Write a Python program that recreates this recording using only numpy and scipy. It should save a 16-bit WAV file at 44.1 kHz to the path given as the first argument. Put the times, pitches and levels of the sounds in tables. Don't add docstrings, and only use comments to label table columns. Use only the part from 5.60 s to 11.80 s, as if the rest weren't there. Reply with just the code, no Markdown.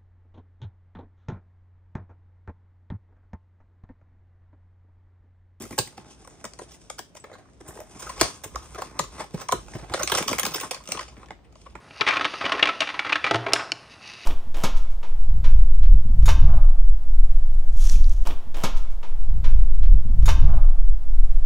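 import sys
import numpy as np
from scipy import signal
from scipy.fft import rfft, irfft, next_fast_len
from scipy.io import wavfile
from scipy.ndimage import uniform_filter1d, map_coordinates

SR = 44100
rng = np.random.default_rng(int(sys.argv[2]) if len(sys.argv) > 2 else 0)


def generate_wav(signal):
    frames = np.transpose(np.atleast_2d(signal))
    scaled = np.clip(frames, -1, 1) * 32767
    pcm = np.round(scaled).astype(np.int16)
    wavfile.write(sys.argv[1], SR, pcm)


N = 273552

# frequency in Hz, relative level in dB.
ROOM_NOISE_TONE = [(100, 2.5), (300, -3.5), (600, -8.5), (1500, -21), (5400, -31.5), (9500, -40),
                   (12000, -56), (16500, -51)]
# frequency in Hz, seconds to fade by 60 dB.
ECHO_FADE = [(150, 0.26), (1000, 0.075), (5000, 0.32), (12000, 0.15)]
# frequency in Hz, level in dB compared with the direct sound.
ECHO_TONE = [(150, -10), (600, -2), (1000, -5.5), (2000, 0), (4000, -4), (8000, -4)]
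# frequency in Hz, boost or cut in dB.
OVERALL_TONE = [(25, -32.5), (50, 1), (9300, -1.5), (10300, -14), (13500, -7), (15500, 10), (16050, -44),
                (17000, -25.5)]
# frequency in Hz, how far the left one leads in radians.
LEFT_LEAD = [(30, 0), (1300, .15), (1700, -.3), (2800, 1.6), (4000, 1.2), (5200, 2.2), (7000, 1.7),
             (8300, 0), (10300, -3.1), (11500, -6.3), (12800, -7), (14000, -9.5), (15500, -12.6),
             (17000, -12.6)]

# pitch in Hz, width in Hz, relative level in dB.
TABLE_MODES = [(50.7, 24.0, -1.0), (68.8, 15.0, -4.0)]
HOLLOW_MODES = [(107.8, 77, -1.5), (185, 177, -1.5), (268.7, 62.6, 1), (400, 74, -5)]
WALL_MODES = [(500, 88, 1), (620, 69, 0.5), (745.3, 118, 2.5), (820, 112, 1), (1060, 112, 1),
              (1210, 193, -0.5), (1610, 340, -4.5), (2020, 400, -5), (2555, 125, -12.5)]
EDGE_MODES = [(2735, 1150, 6.5), (3720, 810, 7.5), (4610, 1100, 6.5), (5440, 1250, 10), (6580, 1140, 10.5),
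              (7460, 1860, 7), (9350, 1880, 12.5), (10390, 2500, 8.5), (13700, 1900, -11.5),
              (15100, 2700, -34.5)]

# time in seconds, level in dB.
SHAKE_LEVELS = [(0.0, -53.5), (0.17, -53), (0.21, -32.5), (.25, -54), (0.31, -68.5), (1.23, -56.5),
                (1.52, -70), (2.59, -48.5), (2.64, -32), (2.75, -78), (2.92, -45), (3.35, -56), (3.45, -47),
                (3.88, -57), (4.04, -43.5), (5.33, -59.5), (5.53, -46.5), (5.97, -59.5), (6.2, -47)]
# time in seconds, card rub and edge hiss in relative dB.
RUB_LEVELS = [(0, -45, -48), (.06, -56, -50.5), (.085, -57, -52), (.12, -51, -48.5), (.36, -60, -58.5),
              (.45, -55, -61.5), (.52, -54.5, -50.5), (.57, -67, -64.5), (.63, -56, -57), (.9, -59.5, -66),
              (1.035, -62, -54.5), (1.065, -57, -73), (1.095, -54, -49.5), (1.15, -63, -58),
              (1.175, -61, -68), (1.22, -66, -61), (1.53, -74, -70), (1.7, -64, -63), (1.82, -55, -69),
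              (1.97, -80, -73), (2.06, -52, -61), (2.085, -51.5, -60), (2.18, -49.5, -49), (2.26, -56, -63),
              (2.32, -49, -50), (2.355, -51.5, -57), (2.43, -44, -42), (2.47, -39.5, -46.5),
              (2.485, -50.5, -49), (2.56, -44, -48), (2.65, -37.5, -35.5), (2.8, -54.5, -56),
              (3.24, -48.5, -50), (3.34, -49, -61.5), (3.43, -47, -56), (3.51, -57.5, -58.5),
              (3.6, -36, -44), (3.69, -58.5, -60), (3.79, -40, -44.5), (3.87, -51, -60), (4.05, -58, -55.5),
              (4.14, -45.5, -47), (4.26, -51.5, -56.5), (4.32, -47, -54), (4.36, -54, -37),
              (4.41, -31.5, -47), (4.465, -45, -44), (4.51, -46.5, -39), (4.565, -41, -35),
              (4.6, -33.5, -33), (4.66, -43, -49.5), (4.7, -36, -39), (4.725, -39, -33.5),
              (4.75, -42, -33.5), (4.775, -39, -49.5), (4.82, -39.5, -57), (4.88, -37.5, -42),
              (4.93, -43, -45.5), (4.97, -52, -42.5), (5.04, -37.5, -38.5), (5.09, -53.5, -55.5),
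              (5.2, -54, -59.5), (5.26, -59, -56.5), (5.31, -51, -47), (5.36, -37, -48), (5.43, -52, -49),
              (5.5, -61.5, -62), (5.62, -50.5, -59), (5.77, -71, -86), (5.89, -71.5, -87.5),
              (5.96, -69, -60), (6.2, -78, -65.5)]
# time in seconds, pitch in Hz.
TOUCHED_WALL = [(0, 930), (1.1, 686), (2.25, 730), (2.5, 1060), (3.9, 1010), (4.15, 726), (4.5, 1070),
                (5.45, 1152), (5.8, 707), (6.2, 894)]
# time in seconds, pitch in Hz.
ACTIVE_EDGE = [(0.0, 6600), (0.33, 7250), (0.4, 4000), (0.6, 6380), (.85, 6300), (.936, 6200), (.99, 8900),
               (1.1, 5500), (1.3, 5530), (1.39, 5130), (1.45, 4480), (1.59, 7250), (1.64, 3200),
               (1.76, 3070), (1.8, 5480), (1.95, 6210), (2.0, 3670), (2.05, 8100), (2.64, 5260),
               (2.85, 7700), (3.0, 4500), (3.11, 8500), (3.16, 3650), (3.37, 5600), (3.57, 4160),
               (3.89, 5550), (4.09, 6200), (4.27, 2930), (4.45, 6400), (4.52, 3400), (4.575, 6140),
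               (4.68, 6940), (4.73, 5100), (4.8, 8800), (4.86, 4800), (4.95, 5140), (5.0, 8050),
               (5.11, 8100), (5.15, 5500), (5.28, 8500), (5.32, 6800), (5.36, 4800), (5.39, 3780),
               (5.44, 5050), (5.75, 2910), (6.03, 5630), (6.08, 3160), (6.2, 3330)]
# time in seconds, treble tilt in dB per octave.
CRACK_BRIGHTNESS = [(0, 2.5), (.5, -2), (.85, 2.5), (1, -1), (1.2, 6), (1.3, 1), (1.39, 1), (1.7, -2.5),
                    (2, 7), (2.45, 1), (2.6, -2.5), (2.84, 3), (2.95, 1), (3.4, 0.5), (4.3, -1.5),
                    (4.68, -2), (4.8, -1.5), (4.9, -2.5), (5.11, -3), (5.28, -3.5), (5.32, -2), (5.37, -3),
                    (5.501, -2.5), (6.2, -5.5)]
# time in seconds, gain above about 10 kHz in dB.
TOP_TREBLE = [(0, 12), (.25, 10.5), (.4, -4), (.85, -4), (1, -4), (1.3, -5), (1.5, 2), (2.06, -14),
              (2.09, 3), (2.22, 4), (2.3, -1), (2.5, 0), (3.1, 1.5), (3.5, -0.5), (3.92, 1), (4.3, -5.5),
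              (4.45, 4), (4.6, 5.5), (4.75, 9.5), (4.9, 11.5), (5.1, 0.5), (5.2, 5.5), (5.35, -6),
              (5.45, -8), (5.6, -18), (6.2, -5)]
# time in seconds, left minus right in dB.
SNAP_SIDE = [(0.0, 2), (0.22, -3), (0.33, -1), (0.38, 2), (0.74, -2), (0.79, -13), (0.86, 3.5), (1.28, -4),
             (1.36, 0.5), (2.55, -2), (2.59, 1.5), (3.16, -1), (3.23, -5), (3.28, -1), (3.33, -6),
             (3.38, -0.5), (3.94, -3), (4.06, 0.5), (4.09, -1), (4.16, -5), (4.25, -7), (4.28, -1.5),
             (5.4, -1), (5.65, 0.5), (5.7, -1), (5.82, 0.5), (5.92, 2), (5.99, 1.5), (6.17, -2), (6.2, 0.0)]

# start in seconds, level in dB, pitch in Hz, mode width in Hz.
TAB_FLICKS = [(1.6, -43, 8000, 22), (3.889, -36, 6800, 540), (0.7, -42, 6800, 280), (6.1, -46.5, 5100, 400),
              (4.948, -37, 4940, 400), (2.612, -31.5, 3900, 276)]
# time of the peak in seconds, level in dB,
# a pitch in Hz that the thump slides down through.
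THUMPS = [(.008, -34.5, 250), (.024, -40.5, 260), (0.039, -36, 280), (0.063, -41, 247), (0.114, -33.5, 255),
          (0.135, -38.5, 270), (.197, -23, 146), (0.383, -39.5, 251), (.854, -40, 246), (.994, -49, 440),
          (1.02, -45, 400), (1.398, -45, 343), (2.012, -44.5, 364), (2.089, -39.5, 104), (2.165, -41, 467),
          (2.617, -21.5, 329), (2.632, -32.5, 116), (2.862, -39, 101), (3.15, -42, 390),
          (3.189, -37.5, 403), (3.405, -30.5, 185), (3.428, -40, 134), (3.613, -43.5, 254),
          (3.746, -24, 185), (3.936, -26, 475), (3.954, -37.5, 142), (3.988, -40.5, 104),
          (4.156, -23.5, 148), (4.231, -39, 149), (4.31, -34, 96), (4.347, -33, 371), (4.437, -33, 356),
          (4.527, -28.5, 424), (4.557, -34, 400), (4.609, -22.5, 361), (4.665, -36, 250), (4.7, -34.5, 300),
          (4.719, -27.5, 270), (4.747, -36.5, 250), (4.844, -33.5, 228), (4.872, -34, 250),
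          (4.956, -38.5, 347), (5.039, -39, 305), (5.292, -42, 213), (5.352, -36, 320), (5.407, -51, 400),
          (5.58, -45, 239), (5.711, -41.5, 419), (6.156, -43.5, 361)]
# time of the peak in seconds, wall ring in relative dB,
# edge crack in dB above that ring, wall pitch favoured by the grip in Hz, build-up in seconds,
# fade in seconds (these last two are capped at 0.015).
SEAM_SNAPS = [(0.022, -47.5, 13, 2040, 0.0026, 0.0037), (.04, -46, 5.5, 2010, 0.0033, .004),
              (0.055, -45, 2, 1210, 0.0027, 0.0033), (0.11, -37.5, -3.5, 520, 0.004, 0.0021),
              (0.128, -37, -8, 2020, 0.0022, 0.0034), (0.1819, -19.5, -4.5, 823, 0.0029, 0.0038),
              (.187, -18.5, -6, 483, 0.0017, 0.0027), (.189, -32.5, 16.5, 1600, 0.0026, 0.0069),
              (.275, -43.5, 3, 2020, 0.0022, 0.0036), (0.38, -32.5, -6, 777, 0.0031, 0.0015),
              (.65, -44.5, -2, 1120, 0.0048, 0.0011), (.676, -35.5, -2, 604, 0.0016, 0.00052),
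              (.804, -59, 15, 1080, 0.0005, 0.00046), (0.843, -27.5, -2, 657, 0.0017, 0.0022),
              (.852, -33, 3, 1134, .002, 0.004), (0.936, -43.5, 10.5, 1930, 0.0011, 0.00029),
              (0.99, -33, -3, 584, 0.0012, 0.0051), (1.019, -30, -30, 470, 0.0013, 0.00094),
              (1.12, -51.5, 10, 2000, 0.0018, 0.0044), (1.146, -54.5, 8, 2080, 0.0054, 0.0053),
              (1.301, -27.5, 2.5, 1284, 0.0021, 0.0019), (1.386, -39, 2.5, 1250, 0.0046, 0.0034),
              (1.391, -27.5, 3, 1500, 0.0007, 0.0024), (1.552, -39.5, -4, 620, 0.0027, 0.0026),
              (1.572, -45, 4.5, 1080, 0.0089, 0.0055), (1.642, -32, -9.5, 512, 0.0014, 0.0032),
              (1.671, -52, -29, 700, 0.0028, 0.0033), (1.685, -49, -28, 715, 0.0022, 0.0024),
              (1.699, -41.5, -50, 650, 0.0036, 0.0036), (1.716, -40, -18, 500, 0.00069, 0.017),
              (1.741, -48.5, -1, 1610, 0.017, 0.011), (1.754, -39.5, -20, 1200, 0.0016, 0.0026),
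              (1.785, -48.5, -7, 700, 0.003, 0.015), (1.856, -52, -15, 1180, 0.0018, 0.003),
              (1.887, -56, -14, 1510, 0.0022, .004), (2.013, -43, -1.5, 480, 0.009, 0.00051),
              (2.08, -48, 10, 850, 0.0018, 0.0046), (2.085, -48.5, 13, 1060, 0.00075, 0.01),
              (2.107, -38.5, -6, 1030, 0.00075, 0.0022), (2.176, -36.5, -15, 1020, 0.0019, 0.002),
              (2.191, -35, -47, 496, 0.0026, 0.0051), (2.204, -28.5, -6, 620, 0.0017, 0.00067),
              (2.221, -38, -54, 620, 0.012, 0.0011), (2.405, -44.5, 7, 1090, 0.016, 0.011),
              (2.495, -29.5, -4, 1137, 0.002, 0.0097), (2.606, -36, 8, 1100, 0.013, 0.006),
              (2.612, -5.5, 2.5, 1396, 0.00072, 0.001), (2.6154, -12.5, 4.5, 760, 0.00088, 0.0018),
              (2.631, -27, 0.5, 588, 0.005, 0.018), (2.838, -35.5, 3.5, 677, 0.0017, 0.0058),
              (2.845, -36.5, 8, 654, 0.0051, 0.0045), (2.948, -31, -22, 520, 0.0015, 0.002),
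              (2.959, -17, -7.5, 1131, 0.002, 0.00043), (3.022, -43, -15, 1150, .002, .004),
              (3.056, -44, -15, 1190, .001, 0.0026), (3.147, -38, -2, 1280, 0.0023, 0.0056),
              (3.158, -33, -11.5, 1160, 0.0031, 0.005), (3.188, -31, -9.5, 705, 0.0092, 0.0091),
              (3.22, -23, -7.5, 800, 0.0012, 0.0038), (3.2215, -24.5, -15, 1140, 0.00085, 0.0013),
              (3.392, -22.5, 4.5, 1782, 0.0016, 0.0019), (3.395, -16.5, -1.5, 1060, 0.0034, 0.0037),
              (3.44, -36, -3, 1125, 0.0041, 0.0058), (3.609, -29.5, -6.5, 930, 0.02, 0.0077),
              (3.644, -36.5, -11, 820, 0.0079, 0.0022), (3.748, -33.5, -8, 497, 0.01, 0.00074),
              (3.816, -34, -2, 1132, 0.01, 0.0075), (3.888, -30.5, 8, 1170, 0.0024, 0.00051),
              (3.891, -15, -18, 1134, 0.0017, 0.0004), (3.914, -25, -4, 1060, 0.0012, 0.0014),
              (3.924, -28, 11.5, 1210, 0.0035, 0.0017), (3.925, -10.5, -21, 1136, 0.0023, 0.0023),
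              (3.933, -24, -24, 1210, 0.00062, 0.0018), (4.084, -36.5, -18, 840, 0.0016, .0008),
              (4.137, -32, -15, 1010, 0.0019, 0.00023), (4.153, -35, -19, 685, 0.0028, 0.0027),
              (4.198, -42, -9, 800, 0.0076, 0.0013), (4.244, -40, -27, 800, 0.012, 0.0031),
              (4.298, -36.5, -4.5, 2500, 0.0026, .004), (4.326, -34, -8.5, 820, 0.0084, 0.018),
              (4.338, -16.5, -2.5, 1139, 0.00082, 0.003), (4.344, -18.5, -5, 652, 0.0023, 0.0025),
              (4.377, -26, -9, 1270, 0.0018, 0.0025), (4.4, -26, -5, 1190, 0.0087, 0.0056),
              (4.416, -25.5, -26, 585, 0.019, 0.0029), (4.425, -34, 5, 1180, 0.0026, 0.0036),
              (4.432, -23.5, 8.5, 1210, 0.001, 0.0033), (4.475, -24, 6.5, 2020, 0.00068, 0.0042),
              (4.498, -23.5, -1.5, 1210, 0.00053, 0.0055), (4.52, -17, 2, 410, 0.0026, 0.0051),
              (4.532, -21, -27, 480, 0.00099, 0.0013), (4.542, -22, -4.5, 1170, 0.0032, 0.005),
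              (4.551, -19.5, 2, 1260, 0.0033, 0.0049), (4.575, -24, 4.5, 2060, 0.0033, 0.0039),
              (4.585, -20, 1, 1120, 0.0053, 0.0051), (4.627, -26.5, 2.5, 2540, 0.003, 0.0026),
              (4.683, -21, 5, 1090, 0.0048, 0.00041), (4.692, -26, 3.5, 1100, 0.003, 0.0059),
              (4.714, -15, -7, 597, 0.00061, 0.00027), (4.73, -17.5, -4, 1140, 0.00073, 0.0028),
              (4.751, -39, -3, 1200, 0.0029, .004), (4.784, -20, -0.5, 1131, 0.0011, 0.0014),
              (4.788, -22.5, 2, 2020, 0.002, 0.0014), (4.798, -24, 10, 1260, 0.0031, 0.0026),
              (4.832, -19, 2, 2020, 0.00033, 0.0023), (4.854, -22.5, 4, 1310, 0.0035, 0.0022),
              (4.865, -23, 5, 845, 0.0015, 0.002), (4.947, -28, 5.5, 1190, 0.0079, 0.0047),
              (4.965, -34, 8, 432, 0.013, 0.0051), (4.983, -32, -13, 1570, 0.0045, .004),
              (5.001, -34.5, 9, 2020, 0.0013, .004), (5.011, -31, 5, 1210, 0.0016, 0.0057),
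              (5.038, -26, -10, 1034, 0.0056, 0.001), (5.111, -26, 5.5, 803, 0.0016, 0.0056),
              (5.134, -34, -6, 1060, 0.0015, 0.0062), (5.146, -36, 9, 1030, 0.00066, 0.0046),
              (5.165, -34, -14, 900, 0.00092, 0.0015), (5.174, -37.5, -10, 1610, 0.0011, 0.0016),
              (5.205, -46, -16, 1060, 0.00092, 0.015), (5.239, -55, 11, 2000, 0.0018, 0.0034),
              (5.256, -52, 9, 1200, .001, .003), (5.275, -43.5, 14, 1230, 0.00095, 0.0031),
              (5.289, -32, 1, 543, 0.0021, 0.0039), (5.312, -41, -3, 1960, 0.004, 0.0034),
              (5.321, -27.5, 13, 1127, 0.0021, 0.0014), (5.349, -29, -13, 1140, 0.0018, 0.0027),
              (5.374, -28.5, -2, 1100, 0.0026, 0.0031), (5.395, -22.5, -5, 1176, 0.0043, 0.0011),
              (5.41, -33.5, -0.5, 1310, 0.005, 0.0079), (5.431, -47, 7, 1190, 0.0033, 0.0028),
              (5.482, -46.5, 2.5, 2560, 0.0017, 0.019), (5.568, -42.5, -16.5, 1990, 0.0011, 0.0024),
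              (5.632, -35.5, -17, 1120, 0.0023, 0.0017), (5.686, -45, -3, 560, 0.00096, 0.0018),
              (5.7064, -26.5, -10.5, 798, 0.00066, 0.0015), (5.708, -36.5, -13, 2020, 0.0011, 0.0017),
              (5.716, -41, -10, 746, 0.0018, 0.0034), (5.734, -52, -13, 790, 0.0019, 0.003),
              (5.79, -54, -18, 797, 0.0021, 0.0028), (5.852, -61.5, 0.5, 2020, 0.01, 0.0073),
              (5.66, -54.5, 9, 2490, 0.00086, 0.0022), (5.927, -55, -0.5, 672, 0.0033, 0.0034),
              (5.956, -40.5, -4, 620, 0.00098, 0.001), (6.015, -59, 10, 1990, 0.0011, 0.0029),
              (6.069, -38, -15.5, 1143, 0.0084, 0.002), (6.153, -29.5, -11, 910, 0.00025, 0.003),
              (6.188, -43, -20, 1060, 0.001, 0.0015)]


def gain(db):
    return 10 ** (np.asarray(db) / 20)


def normalise(x):
    return x / np.sqrt(np.mean(x ** 2))


def at_frequency(table, hz):
    row_hz, values = np.transpose(table)
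    return np.interp(np.log(hz + 1), np.log(row_hz + 1), values)


def at_time(table, t):
    times, *columns = np.transpose(table)
    return [np.interp(t, times, column) for column in columns]


def ring(x, modes, extra_db=0):
    size = next_fast_len(len(x) + 2048)
    s = 1j * np.arange(size // 2 + 1) * SR / size
    hz, width, db = np.transpose(modes)[:, :, None]
    sign = (-1.) ** np.arange(len(modes))[:, None]
    weights = (sign * width * gain(db + np.reshape(extra_db, (-1, 1))))[:, 0]
    response = s * (weights @ (1 / (s * (s + width) + hz * hz)))
    return irfft(rfft(x, size) * response, size)[:len(x)]


def favour(mode_hz, favoured_hz, depth_db, octaves):
    return -depth_db * np.minimum(np.abs(np.log2(mode_hz / favoured_hz)) / octaves, 1)


def wander(per_second):
    hold = int(SR / per_second)
    steps = np.repeat(rng.standard_normal(N // hold + 1), hold)
    return 1.24 * uniform_filter1d(steps, hold)[:N]


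def room_noise(level_db=-55.5):
    hz = np.arange(N // 2 + 1) * SR / N
    both, apart = rfft(rng.standard_normal((2, N))) * gain(at_frequency(ROOM_NOISE_TONE, hz))
    apart = apart * np.clip(hz / 2500, .2, 1) ** 0.39
    return normalise(irfft(np.array([both + apart, both - apart]), N)) * gain(level_db)


def room_echo(x, drift_s=.00006):
    t = np.arange(SR // 3) / SR
    tail = 0
    for hz in 120 * 2. ** np.arange(8):
        band = np.array([ring(n, [(hz, hz * 0.53, 0)]) for n in rng.standard_normal((2, len(t)))])
        band = band * gain(-60 * t / at_frequency(ECHO_FADE, hz)) * (1 - np.exp(-t / 0.00019))
        strength = np.sqrt(np.sum(band ** 2) * SR / 2 / hz)
        tail = tail + band / strength * gain(at_frequency(ECHO_TONE, hz))
    echo = signal.fftconvolve(x[None], tail, axes=1)[:, :N]
    return np.array([map_coordinates(side, [np.arange(N) + drift_s * SR * wander(60)], mode="nearest")
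                     for side in echo])


def table_shake(spread=0.31):
    both, apart = (normalise(ring(n, TABLE_MODES)) for n in rng.standard_normal((2, N)))
    level = gain(at_time(SHAKE_LEVELS, np.arange(N) / SR)[0])
    return np.array([both + spread * apart, both - spread * apart]) * level


def finger_rub(crackles_per_s=500, card_trim_db=-3):
    t = np.arange(N) / SR
    card_db, hiss_db = at_time(RUB_LEVELS, t)
    fits = gain(1.8 * wander(40) + 2.2 * wander(250))
    ticks = rng.random(N) < crackles_per_s / SR
    crackle = ticks * gain(np.minimum(4 * rng.exponential(size=N), 9)) * rng.standard_normal(N)
    slip = fits * (rng.standard_normal(N) + 3 * crackle)

    touch_hz = at_time(TOUCHED_WALL, t)[0]
    walls = sum((-1) ** k * ring(slip, [mode]) * gain(favour(mode[0], touch_hz, 6, octaves=0.46))
                for k, mode in enumerate(WALL_MODES))

    edge_hz = at_time(ACTIVE_EDGE, t)[0]
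    tilt = 0.31 * at_time(CRACK_BRIGHTNESS, t)[0]
    edges = 0
    for k, mode in enumerate(EDGE_MODES):
        tone_db = favour(mode[0], edge_hz, 4, octaves=0.96) + tilt * np.log2(mode[0] / 2500)
        edges = edges + (-1) ** k * ring(slip, [mode]) * gain(tone_db)
    own_hiss = [normalise(ring(n, EDGE_MODES)) for n in fits * rng.standard_normal((2, N))]
    hiss = np.array([normalise(normalise(edges) + 0.19 * own) for own in own_hiss])

    creak_db = -55.5 + 0.7 * (card_db + 52)
    creak = normalise(ring(slip, HOLLOW_MODES)) * gain(creak_db)
    return normalise(walls) * gain(card_db + card_trim_db) + hiss * gain(hiss_db) + creak


def tab_pings():
    out, t = np.zeros(N + 4096), np.arange(4096) / SR
    for start_s, db, hz, width_hz in TAB_FLICKS:
        i = int(start_s * SR)
        out[i:i + 4096] += gain(db) * np.sin(2 * np.pi * hz * t) * np.exp(-np.pi * width_hz * t)
    return out[:N]


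def box_thumps(hollow_share=0.66):
    out, t = np.zeros(N + 4096), np.arange(4096) / SR
    for peak_s, db, hz in THUMPS:
        noise = rng.standard_normal(4096)
        rise_s = 0.0051 * (1 - 0.0182 * (db + 35))
        pitch = hz * (0.691 + 0.71 * np.exp(-t / rise_s / 1.51))
        swing = np.sin(2 * np.pi * np.cumsum(pitch) / SR + np.pi * noise[0])
        hollow = normalise(ring(noise, HOLLOW_MODES))
        swell = t / rise_s * np.exp(1 - t / rise_s)
        i = max(int((peak_s - rise_s) * SR), 0)
        out[i:i + 4096] += (swing + hollow_share * hollow) * swell * gain(db)
    return out[:N]


def small_creases(per_second=10, scatter_db=7):
    slots = N // 441
    offset, luck, force, shape, sharpness, slowness = rng.random((slots, 6)).T
    peak_s = (np.arange(slots) + offset) / 100
    card_db, hiss_db = at_time(RUB_LEVELS, peak_s)
    db = card_db - 0.5 + scatter_db * (2 * force - 1)
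    crack_db = hiss_db - card_db - 1 + 12 * (sharpness - .5)
    hz = at_time(TOUCHED_WALL, peak_s)[0] * 2 ** (shape - .5)
    rows = np.transpose([peak_s, db, crack_db, hz, 0.0036 * slowness, 0.01 * (.5 + shape)])
    return list(rows[luck < per_second / 100])


def seam_snaps(trim_db=-2, scatter_db=1.36, pan_scatter_db=3, rustle_s=0.031):
    out = np.zeros((2, N + 4096))
    t = (np.arange(4096) - 512) / SR
    wall_hz, edge_hz = np.transpose(WALL_MODES)[0], np.transpose(EDGE_MODES)[0]
    soften = signal.butter(2, 2500, fs=SR, output="sos")
    for peak_s, db, crack_db, grip_hz, rise_s, fade_s in SEAM_SNAPS + small_creases():
        noise, roughness, luck, *side_luck = rng.standard_normal((5, 4096))
        rise_s, fade_s = np.clip([rise_s, fade_s], .0002, .015)
        burst = np.exp(-np.where(t < 0, (t / rise_s) ** 2, t / fade_s))
        rustle = 0.1 * (fade_s / 0.0066) ** 0.45 * (t > 0) * np.exp(-t / rustle_s)
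        fibres = noise * gain(4 * roughness)
        knock = 0.44 * np.sqrt(fade_s * SR) * (t == 0)

        nearest_hz = wall_hz[np.argmin(np.abs(np.log(wall_hz / grip_hz)))]
        bend = np.clip(grip_hz / nearest_hz, .85, 1.18) * (1 + 0.0073 * luck[1024])
        wall_db = favour(wall_hz, grip_hz, 9 - 0.51 * min(crack_db, 0), octaves=0.22)
        wall_db += scatter_db * luck[:len(wall_hz)]
        wall_push = signal.sosfilt(soften, fibres * (burst + 0.42 * rustle) + knock)
        walls = normalise(ring(wall_push, np.multiply(WALL_MODES, [bend, bend, 1]), wall_db))

        edge_push = fibres * (burst + rustle) * (2.4 + np.exp(-np.abs(t) / 0.0028)) + 0.48 * knock
        edge_db = at_time(CRACK_BRIGHTNESS, peak_s)[0] * np.log2(edge_hz / 5000)
        edge_db += favour(edge_hz, at_time(ACTIVE_EDGE, peak_s)[0], 5, octaves=0.66)
        edge_db += scatter_db * luck[-len(edge_hz):]
        curl = 1 + 0.059 * luck[1025]
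        curled_modes = np.multiply(EDGE_MODES, [curl, curl, 1])
        edges = np.array([normalise(ring(edge_push, curled_modes, edge_db + 2.1 * side[:len(edge_hz)]))
                          for side in side_luck])

        strength = np.sqrt(np.mean((burst + rustle) ** 2))
        snap = strength * (walls + edges * gain(crack_db))
        pan_db = at_time(SNAP_SIDE, peak_s)[0] + pan_scatter_db * luck[2048]
        i = int(peak_s * SR)
        out[:, i:i + 4096] += snap * gain(db + trim_db + np.array([[pan_db], [-pan_db]]) / 2)
    return out[:, 512:N + 512]


def vary_top_treble(x):
    hz = np.arange(N // 2 + 1) * SR / N
    treble = irfft(rfft(x) * np.clip((hz - 9800) / 600, 0, 1), N)
    return x + treble * (gain(at_time(TOP_TREBLE, np.arange(N) / SR)[0]) - 1)


def scene():
    box = vary_top_treble(seam_snaps() + finger_rub() + tab_pings()) + box_thumps()
    shift = at_frequency(LEFT_LEAD, np.arange(N // 2 + 1) * SR / N) / 2
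    direct = irfft(rfft(box) * np.exp(1j * np.array([shift, -shift])), N)
    return direct + room_echo(box.mean(axis=0)) + table_shake() + room_noise()


def record(dry):
    peak_limit, top_hz = .85, 16700
    hz = np.arange(N // 2 + 1) * SR / N
    coloured = irfft(rfft(dry) * gain(at_frequency(OVERALL_TONE, hz)), N)
    rounded = coloured / (1 + (coloured / peak_limit) ** 4) ** .25
    return signal.sosfilt(signal.ellip(10, .2, 80, top_hz, fs=SR, output="sos"), rounded)


dry = scene()
out = record(dry)
generate_wav(out)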